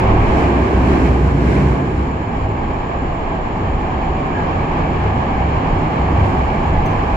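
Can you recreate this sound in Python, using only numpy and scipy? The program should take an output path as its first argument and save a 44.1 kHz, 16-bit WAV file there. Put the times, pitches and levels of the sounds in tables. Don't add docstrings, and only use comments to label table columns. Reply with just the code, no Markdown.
import sys
import numpy as np
from scipy import signal
from scipy.fft import rfft, irfft, next_fast_len
from scipy.io import wavfile
from scipy.ndimage import uniform_filter1d

SR = 44100
rng = np.random.default_rng(int(sys.argv[2]) if len(sys.argv) > 2 else 0)


def dump(signal):
    limited = np.clip(np.atleast_2d(signal).T, -1, 1)
    pcm = np.round(limited * 32767).astype(np.int16)
    wavfile.write(sys.argv[1], SR, pcm)


N = 315756

# t/s, then level/dB of deep rumble, upper rumble, rail roar, rush
RIDE = [(0.0, -19, -21.5, -20, -42), (0.6, -18.5, -18.5, -22, -37.5), (1.25, -18, -20.5, -26, -38.5),
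        (1.8, -21.5, -22.5, -27.5, -42.5), (2.2, -24, -28, -27.5, -48), (2.8, -25, -28.5, -26.5, -51.5),
        (3.55, -24, -27.5, -26, -55), (4.3, -23, -26, -24, -50.5), (5.4, -21, -27, -23, -49),
        (6.0, -21, -24, -23, -47.5), (7.16, -21.5, -27.5, -22.5, -44)]
# start t/s, length/s, lift/dB
SURGES = [(-.1, .18, 3), (.29, .16, 4), (.81, .29, 5), (1.42, .34, 6), (1.93, .14, 2.5), (4.98, .14, 2.5),
          (6.17, .19, 6)]
SURGE_EDGE_S = 0.15
SURGE_SHARES = [0.49, 0.5, 0.16, 1]

# f/Hz, level/dB
RUMBLE_COLOUR = [(26, -38), (45, -9.5), (65, -2.5), (96, -5.5), (135, -4.5), (156, -7.5), (180, -7),
                 (250, -8.5), (328, -10), (370, -8.5), (498, -20), (620, -23), (810, -58.5), (1360, -120)]
RUMBLE_SPLIT_HZ = 265
# f/Hz, width/Hz, lift/dB
WHEEL_MODES = [(261.4, 18, 3.5), (664, 44, 3), (1550, 24, 3.5), (1800, 140, 2.5), (2300, 250, 1.5),
               (2440, 100, -0.5)]

# f/Hz, mean level/dB, share of the deep rumble's swing,
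# wander/Hz, unsteadiness/dB
BOOM_MURMUR = [(65, -29, .7, 3, 4), (94, -32, .1, 7, 4), (196, -40, .7, 8, 4)]
# start t/s, length/s, level/dB, f/Hz
LOW_SWELLS = [(0.04, 0.2, -16.5, 65.1), (0.29, .35, -20, 65.46), (0.739, 0.18, -16, 64.3),
              (1.02, 0.38, -16, 62.4), (1.34, 0.19, -16.5, 63.8), (1.636, 0.1, -17, 63.7),
              (1.914, 0.14, -20.5, 64.3), (3.957, 0.049, -21.5, 63.5), (4.088, 0.072, -21.5, 61),
              (4.982, .13, -20, 63.9), (5.155, 0.17, -24, 67.86), (5.401, 0.14, -18.5, 67.35),
              (5.992, 0.1, -17.5, 66.46), (6.134, 0.13, -17.5, 69.3), (6.374, 0.1, -17.5, 64.9),
              (6.641, 0.18, -17.5, 68), (6.998, 0.14, -21, 66.7)]
# start t/s, length/s, level/dB, f/Hz
HIGH_SWELLS = [(0.009, 0.24, -20, 102), (0.29, 0.2, -22.5, 97.9), (0.57, 0.13, -23, 95.7),
               (1.587, 0.14, -33, 100.7), (2.42, 0.12, -21.5, 99.3), (3.611, 0.099, -21.5, 94.8),
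               (5.018, .12, -20, 97.7), (5.365, 0.13, -24, 93.1), (5.56, .09, -23, 98.1),
               (5.74, 0.076, -19.5, 95.7), (6.05, 0.084, -22.5, 93.5), (6.169, 0.12, -15.5, 94.4),
               (6.658, 0.13, -24.5, 95.5), (6.867, 0.14, -22.5, 97.7)]
# start t/s, length/s, level/dB, f/Hz
PANEL_SWELLS = [(.8, 0.15, -22.5, 195.3), (1.446, 0.26, -21.5, 198.2), (1.779, 0.11, -26.5, 190.7)]
SWELL_EDGE_S = 0.039
# t/s, level/dB
GEAR_HUM = [(0, -36), (3.9, -35), (4.15, -30), (4.55, -28.5), (4.85, -25), (5.0, -27), (5.15, -35),
            (5.3, -35), (5.42, -26.5), (5.8, -27), (6.1, -24.5), (6.25, -36), (6.55, -32), (6.7, -27),
            (6.9, -25), (7.05, -33), (7.16, -36)]
GEAR_HZ = 156.6
# t/s, f/Hz, level/dB
PASSING_HUM = [(1.05, 141, -30), (1.3, 142, -24), (1.45, 135, -23), (1.7, 138.5, -22), (1.9, 139.5, -25),
               (2.1, 140, -31), (2.3, 142, -34)]

# f/Hz, level/dB
ROAR_COLOUR = [(300, -20.5), (455, -8.5), (605, -9), (700, -5.5), (836, -3.5), (947, -5.5), (1130, -7),
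               (1380, -18), (1500, -19.5), (1650, -16.5), (1920, -21), (2280, -21.5), (2800, -25),
               (3100, -26), (3700, -37.5), (4300, -37.5), (4900, -41.5), (6300, -48), (8000, -56.5)]
# f/Hz, width/Hz, level/dB re roar, wander/Hz, patch depth/dB,
# level change in the loud opening/dB
WHEEL_SONG = [(815.5, 12, -15.5, 5, 3, -9.5), (841, 14, -14.5, 7, 2, -9.5), (1635, 120, -22, 30, 3, 0),
              (2325, 240, -22.5, 50, 3, 4.5)]
# t/s, share
LOUD_OPENING = [(0, 1), (.9, 1), (1.3, 0.24), (2.0, .3), (3.5, 0), (4.0, 0.018), (7.16, 0.039)]

# f/Hz, level/dB
RUSH_COLOUR = [(900, -8), (1250, -14), (1500, 0), (1900, -5.5), (2400, -7), (3500, -21), (4300, -21.5),
               (5600, -24), (6300, -27), (7300, -24.5), (8000, -32), (9000, -32.5), (10500, -37.5),
               (13000, -43.5), (16000, -61)]
RUSH_SPLIT_HZ, RUSH_TREBLE_DB = 4900, -17.5

# t/s, level/dB
BUFFET = [(0.0, -23), (.3, -17.5), (.5, -33), (1.3, -35), (1.55, -53), (2.0, -32.5), (3.2, -24.5),
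          (4.4, -27.5), (5.4, -28.5), (6.3, -27.5), (7.16, -21)]
# f/Hz, level/dB
BUFFET_COLOUR = [(12, -22), (24, -5.5), (45, -8.5), (60, -30)]

# t/s, level/dB, brightness/dB per octave
CLINKS = [(6.8575, -43, 0), (6.906, -51, -3)]
# f/Hz, level/dB, t60/s
FITTING = [(6158, 1, .085), (7700, -17, .1), (8790, -20, .04), (9765, -17, .09), (9910, -15, .07),
           (10340, -20, .12), (10830, -22, .1), (11770, -14, .06), (12290, -7, .065), (12670, -11, .055),
           (13430, -22, .05), (14290, -15, .12), (15160, -26, .06)]
CLINK_ATTACK_S = .002

# f/Hz, level/dB re roar, wander/Hz, from t/s, until t/s
WHISTLES = [(308, -11, 3, .3, 1.0), (330, -12, 2, 4.2, 5.1), (689, -15, 2, .3, 1.8),
            (5385, -48, 8, .2, 1.8), (4673, -48.5, 4, 2.0, 7.3), (5082, -49.5, 5, 2.0, 7.3),
            (7014, -47, 5, 0, 7.3), (7219, -50, 9, 0, 7.3)]
# multiple of the motor pitch, level/dB re roar
MOTOR_ORDERS = [(10, -34), (11, -30), (12, -32.5), (13, -35), (14, -37)]
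MOTOR_HZ, MOTOR_FROM_S = 205, 2.0
# t/s, level/dB
MID_HUM = [(2.4, -52), (3.0, -40), (3.6, -41), (3.75, -34), (4.2, -34), (4.4, -38), (5.0, -38), (5.17, -33),
           (5.5, -36), (6.2, -37), (6.6, -34), (7.16, -37)]
MID_HUM_HZ = 763

# f/Hz, level/dB
AIR_HISS = [(6000, -5), (8000, 0), (9000, 0), (10500, -5), (13000, -3), (14500, -5), (16000, -8)]
AIR_HISS_DB = -51.5
# t/s, level/dB
AIR_GROWTH = [(0, -1), (3.5, 0.5), (5.5, 0), (6.3, 3.5), (7.16, 2)]
# f/Hz, width/Hz, level/dB
VENT_BAND = (7090, 530, -62)

# f/Hz, level/dB
LEFT_EAR = [(60, -0.5), (500, -1.5), (1200, -2), (2000, -0.5), (2400, -2), (3450, 4), (4300, -1),
            (6500, -4), (8300, -1.5), (12400, -10), (15000, -19.5)]
# f/Hz, left-right likeness
LIKENESS = [(60, .99), (170, .94), (345, .89), (520, .6), (860, .08), (1400, -.36), (1750, -.29),
            (2300, .56), (2750, -.03), (3450, -.34), (4100, .31), (4800, -.2), (5500, 0), (6200, -.2),
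            (6900, .2), (8000, .1), (9000, 0)]


def from_db(db):
    return 10 ** (np.asarray(db) / 20)


def rms_one(x):
    return x / np.sqrt(np.mean(x ** 2) + 1e-20)


def in_time(rows):
    s, *columns = np.transpose(rows)
    return [np.interp(np.arange(N) / SR, s, column) for column in columns]


def at_hz(points, hz):
    table_hz, values = np.transpose(points)
    return np.interp(np.log(hz + 1), np.log(table_hz), values)


def between(start_s, end_s):
    t = np.arange(N) / SR
    return np.clip((t - start_s) / .2, 0, 1) * np.clip((end_s - t) / .2, 0, 1)


def soft_window(start_s, length_s, edge_s):
    t = np.arange(N) / SR
    return np.clip(np.minimum(t - start_s, start_s + length_s - t) / edge_s + .5, 0, 1)


def drift(rate_hz):
    pole = np.exp(-80 * np.pi * rate_hz / SR)
    noise = rng.standard_normal(N // 40 + 2002)
    slow = signal.lfilter([1], [1, -2 * pole, pole * pole], noise)[2000:]
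    return np.interp(np.arange(N) / 40, np.arange(len(slow)), rms_one(slow))


def wavering(hz, level_db, wander_hz, rate_hz):
    turns = np.cumsum(hz + wander_hz * drift(rate_hz)) / SR + rng.random()
    return np.sqrt(2) * from_db(level_db) * np.sin(2 * np.pi * turns)


def diffuse(gain_at):
    size = next_fast_len(N)
    hz = np.arange(size // 2 + 1) * SR / size
    alike = at_hz(LIKENESS, hz)
    mid, side = rfft(rng.standard_normal((2, size))) * gain_at(hz)
    pair = np.sqrt(1 + alike) * mid + np.sqrt(1 - alike) * side * [[1], [-1]]
    balance = from_db(at_hz(LEFT_EAR, hz) * [[.5], [-.5]])
    pair = irfft(pair * balance, size)[:, :N]
    return pair / np.std(pair.mean(axis=0))


def inside(spectrum, hz):
    return (hz > spectrum[0][0]) * (hz < spectrum[-1][0])


def coloured(spectrum):
    return diffuse(lambda hz: from_db(at_hz(spectrum, hz)) * inside(spectrum, hz))


def surge():
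    return sum(db * soft_window(s, length_s, SURGE_EDGE_S) for s, length_s, db in SURGES)


def ringing_db(hz):
    return sum(db / (1 + (2 * (hz - mode_hz) / width_hz) ** 2) for mode_hz, width_hz, db in WHEEL_MODES)


def rumble(deep_db, upper_db):
    def colour(hz):
        return from_db(at_hz(RUMBLE_COLOUR, hz) + ringing_db(hz))
    deep = diffuse(lambda hz: colour(hz) / np.sqrt(1 + (hz / RUMBLE_SPLIT_HZ) ** 6))
    upper = diffuse(lambda hz: colour(hz) / np.sqrt(1 + (RUMBLE_SPLIT_HZ / (hz + 1)) ** 6))
    return from_db(deep_db) * deep + from_db(upper_db + .5 * drift(18)) * upper


def booms(deep_db):
    out = 0
    deep_swing_db = deep_db - deep_db.mean()
    for swells, murmur in zip((LOW_SWELLS, HIGH_SWELLS, PANEL_SWELLS), BOOM_MURMUR):
        hz, db, follows, wander_hz, unsteady_db = murmur
        gain = from_db(db + follows * deep_swing_db + unsteady_db * drift(5.4))
        pitch_hz = hz + wander_hz * drift(2.97)
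        for s, length_s, level_db, swell_hz in swells:
            share = soft_window(s, length_s, SWELL_EDGE_S)
            gain = gain + share * (from_db(level_db) - gain)
            pitch_hz = pitch_hz + share * (swell_hz - pitch_hz)
        out = out + gain * wavering(pitch_hz, 0, 1.6, 8.6)
    return out


def body(deep_db):
    passing_hz, passing_db = in_time(PASSING_HUM)
    passing = wavering(passing_hz, passing_db, 1.0, 2.8)
    passing = passing * between(PASSING_HUM[0][0], PASSING_HUM[-1][0])
    gears = wavering(GEAR_HZ, in_time(GEAR_HUM)[0] + .7 * drift(5.0), .7, 4.0)
    return (booms(deep_db) + passing + gears) * from_db([[-.4], [.4]])


def rail_roar(roar_db):
    noise = diffuse(lambda hz: from_db(at_hz(ROAR_COLOUR, hz) + ringing_db(hz)) * inside(ROAR_COLOUR, hz))
    return from_db(roar_db + .5 * drift(7.7)) * noise


def wheel_song(roar_db):
    out, opening = 0, np.clip(in_time(LOUD_OPENING)[0], 0, 1)
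    for hz, width_hz, db, wander_hz, patch_db, change_db in WHEEL_SONG:
        lowpass = signal.butter(2, width_hz / 2, fs=SR, output="sos")
        slow = signal.sosfilt(lowpass, rng.standard_normal((4, N)))
        carrier = np.exp(2j * np.pi * np.cumsum(hz + wander_hz * drift(1.5)) / SR)
        mid, side = rms_one(np.real((slow[:2] + 1j * slow[2:]) * carrier))
        alike = at_hz(LIKENESS, hz)
        pair = mid + np.sqrt((1 - alike) / (1 + alike)) * side * [[1], [-1]]
        balance = from_db(at_hz(LEFT_EAR, hz) * np.array([[.5], [-.5]]))
        level_db = roar_db + db + change_db * opening + patch_db * drift(6.0)
        out = out + from_db(level_db) * pair * balance
    return out


def rush(level_db):
    def colour(hz):
        return from_db(at_hz(RUSH_COLOUR, hz))
    rush_db = level_db + 0.95 * drift(5.0)
    middle = diffuse(lambda hz: colour(hz) * (hz > RUSH_COLOUR[0][0])
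                     / np.sqrt(1 + (hz / RUSH_SPLIT_HZ) ** 8))
    treble = diffuse(lambda hz: colour(hz) / np.sqrt(1 + (RUSH_SPLIT_HZ / (hz + 1)) ** 8))
    return from_db(rush_db) * middle + from_db(rush_db + RUSH_TREBLE_DB) * treble


def buffet():
    return from_db(in_time(BUFFET)[0] + 2.5 * drift(3.3)) * coloured(BUFFET_COLOUR)


def clinks():
    out, t = np.zeros(N), np.arange(SR // 4) / SR
    for s, tap_db, tilt_db in CLINKS:
        ringing = 0
        for hz, db, t60 in FITTING:
            chatter_db = uniform_filter1d(rng.standard_normal(len(t)), size=90) * 20
            bright_db = tilt_db * np.log2(hz / FITTING[0][0])
            mode_gain = from_db(db + bright_db + chatter_db - 60 * t / t60)
            ringing = ringing + mode_gain * np.sin(2 * np.pi * hz * t)
        rattle = np.diff(rng.standard_normal(len(t) + 1)) * from_db(-18 - 60 * t / .06)
        attack = np.minimum(t / CLINK_ATTACK_S, 1)
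        tap = from_db(tap_db) * attack * (ringing + rattle)
        at = round(s * SR)
        out[at:at + len(t)] += tap[:N - at]
    return out * from_db([[-1.5], [1.5]])


def motor_whine(roar_db):
    turns = np.cumsum(MOTOR_HZ + .25 * drift(3.0)) / SR
    whine = 0
    for order, db in MOTOR_ORDERS:
        gain = np.sqrt(2) * from_db(roar_db + db + 2.5 * drift(2.5))
        whine = whine + gain * np.sin(2 * np.pi * (order * turns + rng.random()))
    return between(MOTOR_FROM_S, N / SR + 1) * whine


def whistles(roar_db):
    tones = 0
    for hz, db, wander_hz, start_s, end_s in WHISTLES:
        tone = wavering(hz, roar_db + db + 2.5 * drift(2.5), wander_hz, 6.0)
        tones = tones + between(start_s, end_s) * tone
    mid_hum = wavering(MID_HUM_HZ, in_time(MID_HUM)[0] + drift(5.0), 1.0, 4.0)
    return (tones + mid_hum + motor_whine(roar_db)) * from_db([[-.6], [.6]])


def air_hiss(roar_db):
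    return from_db(roar_db + AIR_HISS_DB + in_time(AIR_GROWTH)[0]) * coloured(AIR_HISS)


def ventilation():
    centre_hz, width_hz, vent_db = VENT_BAND
    band = diffuse(lambda hz: 1 / (1 + (2 * (hz - centre_hz) / width_hz) ** 4))
    return from_db(vent_db + .5 * drift(12.0)) * band


def scene():
    deep_db, upper_db, roar_db, rush_db = in_time(RIDE) + np.outer(SURGE_SHARES, surge())
    rolling = rumble(deep_db, upper_db) + body(deep_db) + rail_roar(roar_db) + wheel_song(roar_db)
    details = rush(rush_db) + buffet() + clinks() + whistles(roar_db)
    return rolling + details + air_hiss(roar_db) + ventilation()


def record(dry):
    rounded = 1.6 * np.tanh(dry / 1.6)
    top_cut = signal.ellip(10, .5, 70, 15700, fs=SR, output="sos")
    return signal.sosfilt(top_cut, rounded)


dry = scene()
out = record(dry)
dump(out)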